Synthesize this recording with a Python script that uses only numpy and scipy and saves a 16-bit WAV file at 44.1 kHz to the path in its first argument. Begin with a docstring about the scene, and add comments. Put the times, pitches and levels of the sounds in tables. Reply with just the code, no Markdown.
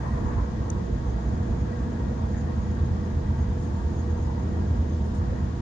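"""Electric train interior

An electric passenger train runs steadily on welded track, heard from a window seat.
Bumps jolt the shell's boom and the large wall panels; smaller panels drone above.
Shaped noise roars through floor and wheels; machine hums are wavering sines.
Ventilation hisses with a thin, fluttering whistle of narrow noise bands.
Close by, decaying sines make one sharp tick; swells of bright noise make faint rustles and a light rattle."""
import sys
import numpy as np
from scipy import signal
from scipy.fft import rfft, irfft
from scipy.io import wavfile
from scipy.ndimage import uniform_filter1d

SR = 44100
rng = np.random.default_rng(int(sys.argv[2]) if len(sys.argv) > 2 else 0)


def output_pcm(signal):
    """Save a mono or channel-first signal as 16-bit PCM at the path in sys.argv[1].

    Samples are clipped to [-1, 1] before scaling.
    """
    pcm = np.clip(np.atleast_2d(signal).T, -1, 1) * 32767
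    wavfile.write(sys.argv[1], SR, np.round(pcm).astype(np.int16))


N = 247401
T, HZ = np.arange(N) / SR, np.fft.rfftfreq(N, 1 / SR)


def amp(db):
    """Decibels to gain."""
    return 10 ** (np.asarray(db) / 20)


def unit(x):
    """Scales a sound to rms 1."""
    return x / np.sqrt(np.mean(x ** 2) + 1e-20)


def over_time(rows):
    """Joins (time [s], value) rows by straight lines with rounded corners."""
    line = np.interp(T, *np.transpose(rows))
    return uniform_filter1d(uniform_filter1d(line, size=800), size=800)


def over_hz(rows):
    """Joins (frequency [Hz], value) rows on a log-frequency axis."""
    hz, value = np.transpose(rows)
    return np.interp(np.log(HZ + 1), np.log(hz + 1), value)


def pan(side_db):
    """Left and right gains for a left-right level difference."""
    return amp(np.array([[side_db], [-side_db]]) / 2)


def drift(rate_hz):
    """A slow random wander of rms 1."""
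    lowpass = np.exp(-(HZ / rate_hz) ** 2) * (HZ > 0)
    return unit(irfft(rfft(rng.standard_normal(N)) * lowpass, N))


def peak(hz, width_hz):
    """Magnitude of one resonance, 1 at its centre, -3 dB at the edges of its width."""
    return 1 / np.sqrt(1 + (2 * (HZ - hz) / width_hz) ** 2)


def cabin_noise(gain):
    """Stereo noise of rms 1 filling the car: long waves reach both sides alike, short ones diffusely."""
    # left-right likeness: (frequency [Hz], correlation [0-1])
    likeness = [(100, .993), (200, .985), (330, .92), (430, .55), (520, .15), (660, .42), (950, .12),
                (1290, .42), (1480, .15), (1630, .33), (1850, .08), (9000, .02)]
    # phase by which left leads: (frequency [Hz], lead [rad])
    lead = [(60, 0), (430, -.05), (620, -1.4), (900, -1.2), (1250, -3.5), (1600, -4.7), (2000, -6.2)]
    # left-right balance: (frequency [Hz], difference [dB])
    balance = [(60, -2), (190, -0.5), (300, -2.5), (430, -1), (640, -4), (800, 0.5), (1100, 2), (1700, 2.5),
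               (2600, 3), (3800, 7.5), (6600, 7), (7600, 5), (8700, -1.5), (10000, -1.5)]
    left, other = rng.standard_normal((2, len(HZ))) + 1j * rng.standard_normal((2, len(HZ)))
    same = np.clip(over_hz(likeness), 0, 1)
    right = same * left + np.sqrt(1 - same ** 2) * other
    right = right * np.exp(-1j * over_hz(lead))
    lean = amp(over_hz(balance) / 2)
    gain = gain / (1 + (HZ / 12000) ** 24)  # the very top rolls off
    return unit(irfft(np.array([left * lean, right / lean]) * gain, N))


def steadied(x, size):
    """Evens out swells longer than size samples, so that a level curve can drive the noise."""
    window = signal.windows.hann(size)
    energy = signal.fftconvolve((x ** 2).mean(0), window, "same")
    power = energy / signal.fftconvolve(np.ones(N), window, "same")
    return x / np.sqrt(abs(power) + 1e-9)


def wavering(x, wander_hz, rate_hz):
    """Lets the pitch of a ringing sound wander by wander_hz rms, by turning its analytic signal."""
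    turn = np.exp(2j * np.pi * np.cumsum(wander_hz * drift(rate_hz)) / SR)
    return (signal.hilbert(x) * turn).real


def surges(rows, rise_s, fall_s):
    """Lift in dB from (time [s], lift [dB]) events that each swell to their peak and die away."""
    return sum(db * np.exp(-((T - s) / np.where(T < s, rise_s, fall_s)) ** 2) for s, db in rows)


def bursts(rows, length_s, width_share):
    """Short swells of narrow noise from (time [s], level [dB], frequency [Hz]) events."""
    out = np.zeros((2, N))
    for s, db, hz in rows:
        noise = steadied(cabin_noise(peak(hz, width_share * hz) ** 2), size=2500)
        out += noise * amp(db) * np.exp(-((T - s) / length_s) ** 2)
    return out


def hum(rows):
    """Sustained sines, each wavering in pitch and strength."""
    out = np.zeros((2, N))
    for hz, db, side_db, lag_rad, waver_db, wander_hz in rows:
        cycles = np.cumsum(hz + wander_hz * drift(rate_hz=3.57)) / SR
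        phase = 2 * np.pi * (cycles + rng.random())
        tone = np.sqrt(2) * np.sin([phase, phase - lag_rad]) * pan(side_db)
        out += tone * amp(db + waver_db * drift(rate_hz=5.6))
    return out


def jolt_lift_db():
    """Bumps in the track jolt the car; every jolt builds up and dies away alike."""
    # bumps: (time [s], lift of the boom's drive [dB])
    jolts = [(.139, 7), (.19, 4.5), (.264, 9), (.374, 9.5), (.425, 9.5), (.608, 6.5), (.714, 4.5),
             (.772, 6.5), (.937, 9.5), (1.087, 8.5), (1.158, 7), (1.277, 10), (1.34, 7.5), (1.418, 8.5),
             (1.52, 10.5), (1.616, 8), (1.828, 6.5), (2.031, 6), (2.09, 7), (2.243, 8.5), (2.347, 6.5),
             (2.442, 5), (2.595, 8), (2.702, 7), (2.83, 10.5), (2.924, 9), (3.17, 8.5), (3.308, 9),
             (3.412, 10), (3.503, 7.5), (3.589, 2.5), (3.751, 3), (3.863, 7.5), (3.994, 2), (4.12, 6.5),
             (4.22, 4), (4.282, 4.5), (4.354, -0.5), (4.457, 2.5), (4.595, 4.5), (4.711, 8), (4.808, 7),
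             (4.951, 4), (5.02, 4), (5.205, 7.5), (5.305, 6.5), (5.438, 8)]
    return surges(jolts, rise_s=0.025, fall_s=0.025)


def car_body(throb_db=-0.5, top_hz=112, bottom_hz=30):
    """Track and traction motors keep the shell booming; each bump jolts it into a short, deep thud."""
    # boom spectrum: (frequency [Hz], relative level [dB])
    boom = [(12, -53.5), (22, -31), (32, -20.5), (43, -11), (54, -2.5), (63, 5), (73, -7), (88, -4),
            (100, -9.5), (115, -27), (170, -61.5)]
    # traction motors: (frequency [Hz], level against the boom at 0 dB load [dB], left-right [dB],
    # right-side phase lag [rad], rms waver [dB], rms pitch wander [Hz])
    motor_hums = [(76.76, -2.5, -1, 0.0051, 1.5, 0.25), (85.24, -5.5, 0, 0.009, 1.1, 0.34)]
    # load on the motors, taken up part way through: (time [s], hum gain [dB])
    motor_load = [(0, -6), (1.3, -11), (2.1, 0), (2.9, 1), (4.8, 5), (5.61, -3)]
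    # drive of the shell without jolts: (time [s], level [dB])
    boom_level = [(0, -31.5), (2, -31.5), (4.8, -27.5), (5.61, -30.5)]
    drive = cabin_noise(amp(over_hz(boom))) + hum(motor_hums) * amp(over_time(motor_load))
    level_db = over_time(boom_level) + jolt_lift_db() + throb_db * drift(rate_hz=14)
    shell = 1 / np.sqrt((1 + (HZ / top_hz) ** 16) * (1 + (bottom_hz / (HZ + 1)) ** 8))
    return irfft(rfft(steadied(drive, size=1900) * amp(level_db)) * shell, N)


def panels(wall_db=-34.5, wall_hz=121, wall_width_hz=28, lurch_s=0.051, jolt_share=0.36):
    """The large wall panels lurch on one low resonance; the smaller ones drone above it."""
    # swells and lulls of the wall as the car lurches: (time [s], lift [dB])
    lurches = [(.1, 3), (.46, -10), (.88, -3.5), (1.2, -5), (1.65, 2.5), (1.87, -4), (2.08, 0), (2.86, 4.5),
               (3.05, -6), (3.36, 2), (3.84, -15), (4.17, -5), (4.72, 2), (4.88, -2), (5.14, -4.5)]
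    # drone spectrum: (frequency [Hz], relative level [dB])
    drone_spectrum = [(120, -36.5), (150, -5.5), (185, -2.5), (203, -6), (232, -1), (258, -9.5), (295, -12),
                      (335, -10.5), (380, -17), (440, -17), (700, -77.5)]
    # drone from one stretch of track to the next: (time [s], level [dB])
    drone_level = [(0, -36.5), (.25, -32.5), (.52, -36), (.8, -33), (1.1, -35), (1.55, -32), (1.72, -35),
                   (1.84, -32), (2.55, -35), (3.5, -34), (4.25, -34.5), (4.4, -33.5), (5.05, -33.5),
                   (5.2, -34), (5.61, -35.5)]
    lift_db = surges(lurches, lurch_s, lurch_s) + jolt_share * jolt_lift_db()
    wall = steadied(cabin_noise(peak(wall_hz, wall_width_hz) ** 2), size=4500)
    drone = steadied(cabin_noise(amp(over_hz(drone_spectrum))), size=5000)
    return wall * amp(wall_db + lift_db) + drone * amp(over_time(drone_level))


def floor_roar(trim_db=-0.93):
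    """The dull roar of the track, muffled by the floor."""
    # roar spectrum: (frequency [Hz], relative level [dB])
    roar_spectrum = [(250, -23.5), (380, -8.5), (440, 3), (490, 5.5), (540, -1.5), (600, -0.5), (645, 1),
                     (700, 1.5), (770, -6), (900, -25), (1400, -64)]
    # roar through the floor: (time [s], level before trim [dB])
    floor_level = [(0, -41.5), (0.65, -43), (2.25, -43.5), (2.7, -44), (3.7, -45.5), (4.05, -44),
                   (4.7, -42.5), (5.61, -45.5)]
    roar = steadied(cabin_noise(amp(over_hz(roar_spectrum))), size=14000)
    return roar * amp(over_time(floor_level) + trim_db)


def wheel_rings(wander_share=0.01405, shift_hz=7, swell_db=2.5):
    """The contact patch roams over the tread, so each ring comes and goes and shifts in pitch."""
    # wheel and rail rings: (frequency [Hz], width at -6 dB [Hz], relative level at the start [dB],
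    # growth [dB/s])
    wheel_modes = [(663, 85, -12.5, 0), (929, 100, -9, 0.35), (1111, 69, -12, 0.17), (1635, 55, -13.5, -1),
                   (1882, 120, -16, 0)]
    out = np.zeros((2, N))
    for hz, width_hz, db, growth in wheel_modes:
        ring = wavering(cabin_noise(peak(hz, width_hz) ** 2), wander_share * hz, shift_hz)
        out += ring * amp(db + growth * T + swell_db * drift(shift_hz))
    return out


def wheels(trim_db=0.42, rush_db=-1.5, split_hz=1350, lumps_db=1.35):
    """Rail roughness rings the wheels; their lower and upper ringing swell apart."""
    # rolling spectrum: (frequency [Hz], relative level [dB])
    roll_spectrum = [(450, -39), (700, -9), (820, 3), (1020, 0.5), (1200, -1.5), (1480, -5.5), (1750, -8),
                     (1920, -10), (2100, -14.5), (2500, -18), (3200, -42), (6000, -61)]
    # upper ringing against lower: (time [s], gain [dB])
    roll_bright = [(0, -0.5), (2.5, 1.5), (3.3, 1.7), (4.2, -1.5), (4.6, 1.5), (5.61, 2)]
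    # rail roughness, heard as rolling level: (time [s], level before trim [dB])
    roll_level = [(0, -43.5), (0.38, -42.5), (0.53, -46), (1.1, -46.5), (1.5, -45), (2.7, -47),
                  (3.6, -46.5), (4.3, -46), (5.05, -48.5), (5.35, -46), (5.61, -48)]
    rush = steadied(cabin_noise(amp(over_hz(roll_spectrum))), size=14000)
    roll = rush * amp(rush_db) + wheel_rings()
    lower = irfft(rfft(roll) / (1 + (HZ / split_hz) ** 10), N)
    upper = (roll - lower) * amp(over_time(roll_bright))
    lumpy = lower * amp(lumps_db * drift(rate_hz=11.0))
    return (lumpy + upper) * amp(over_time(roll_level) + trim_db)


def wheel_song(song_db=-63.5, ring_hz=922, width_hz=70, rise_s=0.088, fall_s=0.14):
    """One wheel keeps ringing faintly, and sings out on some patches of rail."""
    # patches of rail that make it sing: (time [s], lift [dB])
    singing = [(1.52, 7), (3.85, 10.5), (4.3, 16), (4.85, 9)]
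    ring = cabin_noise(peak(ring_hz, width_hz) ** 2)
    return ring * amp(song_db + surges(singing, rise_s, fall_s))


def machines(whine_hz=486.5, whine_db=-49.5, side_db=-3, lag_rad=0.63, waver_db=1.96):
    """Auxiliary hums waver in strength, one coming and going, and one holds an unbroken whine."""
    # auxiliaries: (frequency [Hz], level [dB], left-right [dB], right-side phase lag [rad],
    # rms waver [dB], rms pitch wander [Hz])
    aux_hums = [(194.8, -47, -0.5, -0.5, 1.9, .5), (209.1, -42, 0, -1, 3, .4), (341.8, -55, -10, 0, 1, .8),
                (464, -52.5, -5, 3.5, 3.5, 3)]
    phase = 2 * np.pi * whine_hz * T
    whine = np.sqrt(2) * np.sin([phase, phase - lag_rad]) * pan(side_db)
    return hum(aux_hums) + whine * amp(whine_db + waver_db * drift(rate_hz=3))


def ventilation(air_db=-57.5):
    """A smooth hiss of moving air."""
    # air spectrum: (frequency [Hz], relative level [dB])
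    air_spectrum = [(900, -38.5), (2200, -1.5), (3300, 2.5), (4200, -0.5), (5100, -1), (5900, -3),
                    (6750, -2), (7400, -8), (7700, -11), (8600, -14.5), (9500, -17), (10200, -30.5),
                    (12500, -42)]
    return cabin_noise(amp(over_hz(air_spectrum))) * amp(air_db)


def whistle(flutter_db=4.0, whistle_db=-70.5, flare_s=0.045, flare_width_share=0.025):
    """A thin, breathy whistle: resonances flutter independently, and flares come on varied pitches."""
    # resonances: (frequency [Hz], width at -6 dB [Hz], relative level [dB])
    whistle_modes = [(6300, 260, -6.5), (6550, 150, -1), (6770, 330, -4), (5030, 160, -10),
                     (7400, 130, -10)]
    # flares: (time [s], level [dB], frequency [Hz])
    flares = [(.28, -61, 6650), (1.09, -66, 6400), (2.3, -63, 6540), (2.39, -59.5, 6680), (2.68, -68, 6760),
              (3.42, -63, 6530), (3.99, -61, 6520), (4.23, -64.5, 6600), (4.92, -62, 6340)]
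    voices = np.zeros((2, N))
    for hz, width_hz, db in whistle_modes:
        voice = cabin_noise(peak(hz, width_hz) ** 2)
        voices += amp(db) * voice * amp(flutter_db * drift(rate_hz=24))
    steady = wavering(voices, wander_hz=39.87, rate_hz=8.8) * amp(whistle_db)
    return steady + bursts(flares, flare_s, flare_width_share)


def growls_and_thrums(length_s=0.038, width_share=0.27):
    """Short bursts: the wheels growl on rippled rail, and the floor thrums near 450 Hz."""
    # growls and thrums: (time [s], level [dB], frequency [Hz])
    growl_rows = [(.05, -52.5, 1790), (.07, -41, 1030), (.165, -42.5, 1040), (.18, -44.5, 676),
                  (4.3, -44.5, 920), (.23, -54, 1720), (.285, -39, 960), (.325, -50, 1730),
                  (.39, -40, 1020), (1.41, -41, 450), (1.96, -53, 1660), (2.12, -42, 455),
                  (2.36, -51, 1720), (2.5, -40.5, 450), (2.78, -54.5, 1640), (4.6, -40, 457),
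                  (5.33, -39, 492)]
    return bursts(growl_rows, length_s, width_share)


def rustles():
    """Soft, slightly grainy brushes close by."""
    # brushes: (time [s], level [dB], length, two standard deviations of the swell [s])
    brushes = [(0.095, -69, 0.33), (3.637, -69.5, .1), (3.82, -74, 0.24), (5.08, -68, .05)]
    # their spectrum: (frequency [Hz], relative level [dB])
    brush_spectrum = [(2500, -25), (5500, 4.5), (8000, 0), (9500, -0.5), (10500, -11), (12500, -16),
                      (14000, -52)]
    swell = sum(amp(db) * np.exp(-2 * ((T - s) / length_s) ** 2) for s, db, length_s in brushes)
    grain = amp(2 * drift(rate_hz=300))
    return cabin_noise(amp(over_hz(brush_spectrum))) * swell * grain


def tick(rise_s=0.00091, right_late_s=0.00041):
    """A contact and its rebound ring a small piece of hard plastic, a little to the left."""
    # contacts: (time [s], peak before panning [dB], left-right [dB], ring frequency factor)
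    contacts = [(.7014, -26, 5, 1), (.7036, -37, 10, .97)]
    # plastic rings: (frequency before the factor [Hz], relative level [dB], t60 [s])
    plastic_modes = [(4000, -21, 0.0028), (5200, -16, 0.0028), (6280, -15.5, 0.0095), (6380, -4, 0.003),
                     (8000, -4, 0.0021), (9150, -19, 0.0027), (11800, -34, 0.0028), (15200, -44, .003)]
    out = np.zeros((2, N))
    for s, db, side_db, pitch in contacts:
        near = (T > s) & (T < s + 0.05)
        age = np.maximum(T[near] - s - np.array([[0], [right_late_s]]), 0)
        ring = np.zeros_like(age)
        for hz, mode_db, t60 in plastic_modes:
            ring += amp(mode_db - 60 * age / t60) * np.sin(2 * np.pi * hz * pitch * age)
        ring *= 1 - np.exp(-(age / rise_s) ** 2)  # the contact builds up smoothly
        out[:, near] += amp(db) * pan(side_db) * ring / abs(ring).max()
    return out


def rattle(fall_s=0.018, rise_s=0.003):
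    """Something small and loose chatters: each contact swells briefly and dies quickly."""
    # contacts: (time [s], level [dB])
    chatter = [(5.137, -63), (5.1455, -59), (5.163, -66)]
    # their spectrum: (frequency [Hz], relative level [dB])
    chatter_spectrum = [(3000, -18), (5800, 7), (8000, 2), (9500, 0), (10700, -11), (12500, -13),
                        (14000, -48)]
    knocks = np.zeros(N)
    for s, db in chatter:
        rise = np.clip((T - s) / rise_s, 0, 1)
        knocks += amp(db) * rise * np.exp(-abs(T - s) / fall_s)
    return cabin_noise(amp(over_hz(chatter_spectrum))) * knocks


def scene():
    """Everything heard from the seat."""
    running = car_body() + panels() + floor_roar() + wheels() + wheel_song() + machines()
    air = ventilation() + whistle()
    return running + air + growls_and_thrums() + rustles() + tick() + rattle()


def record(dry):
    """A 16 kHz band limit, with 4 ms fades at either end."""
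    fade = np.clip(np.minimum(T, T[-1] - T) / 0.004, 0, 1)
    lowpass = signal.butter(12, 16000, fs=SR, output="sos")
    return signal.sosfilt(lowpass, dry * fade)


dry = scene()
out = record(dry)
output_pcm(out)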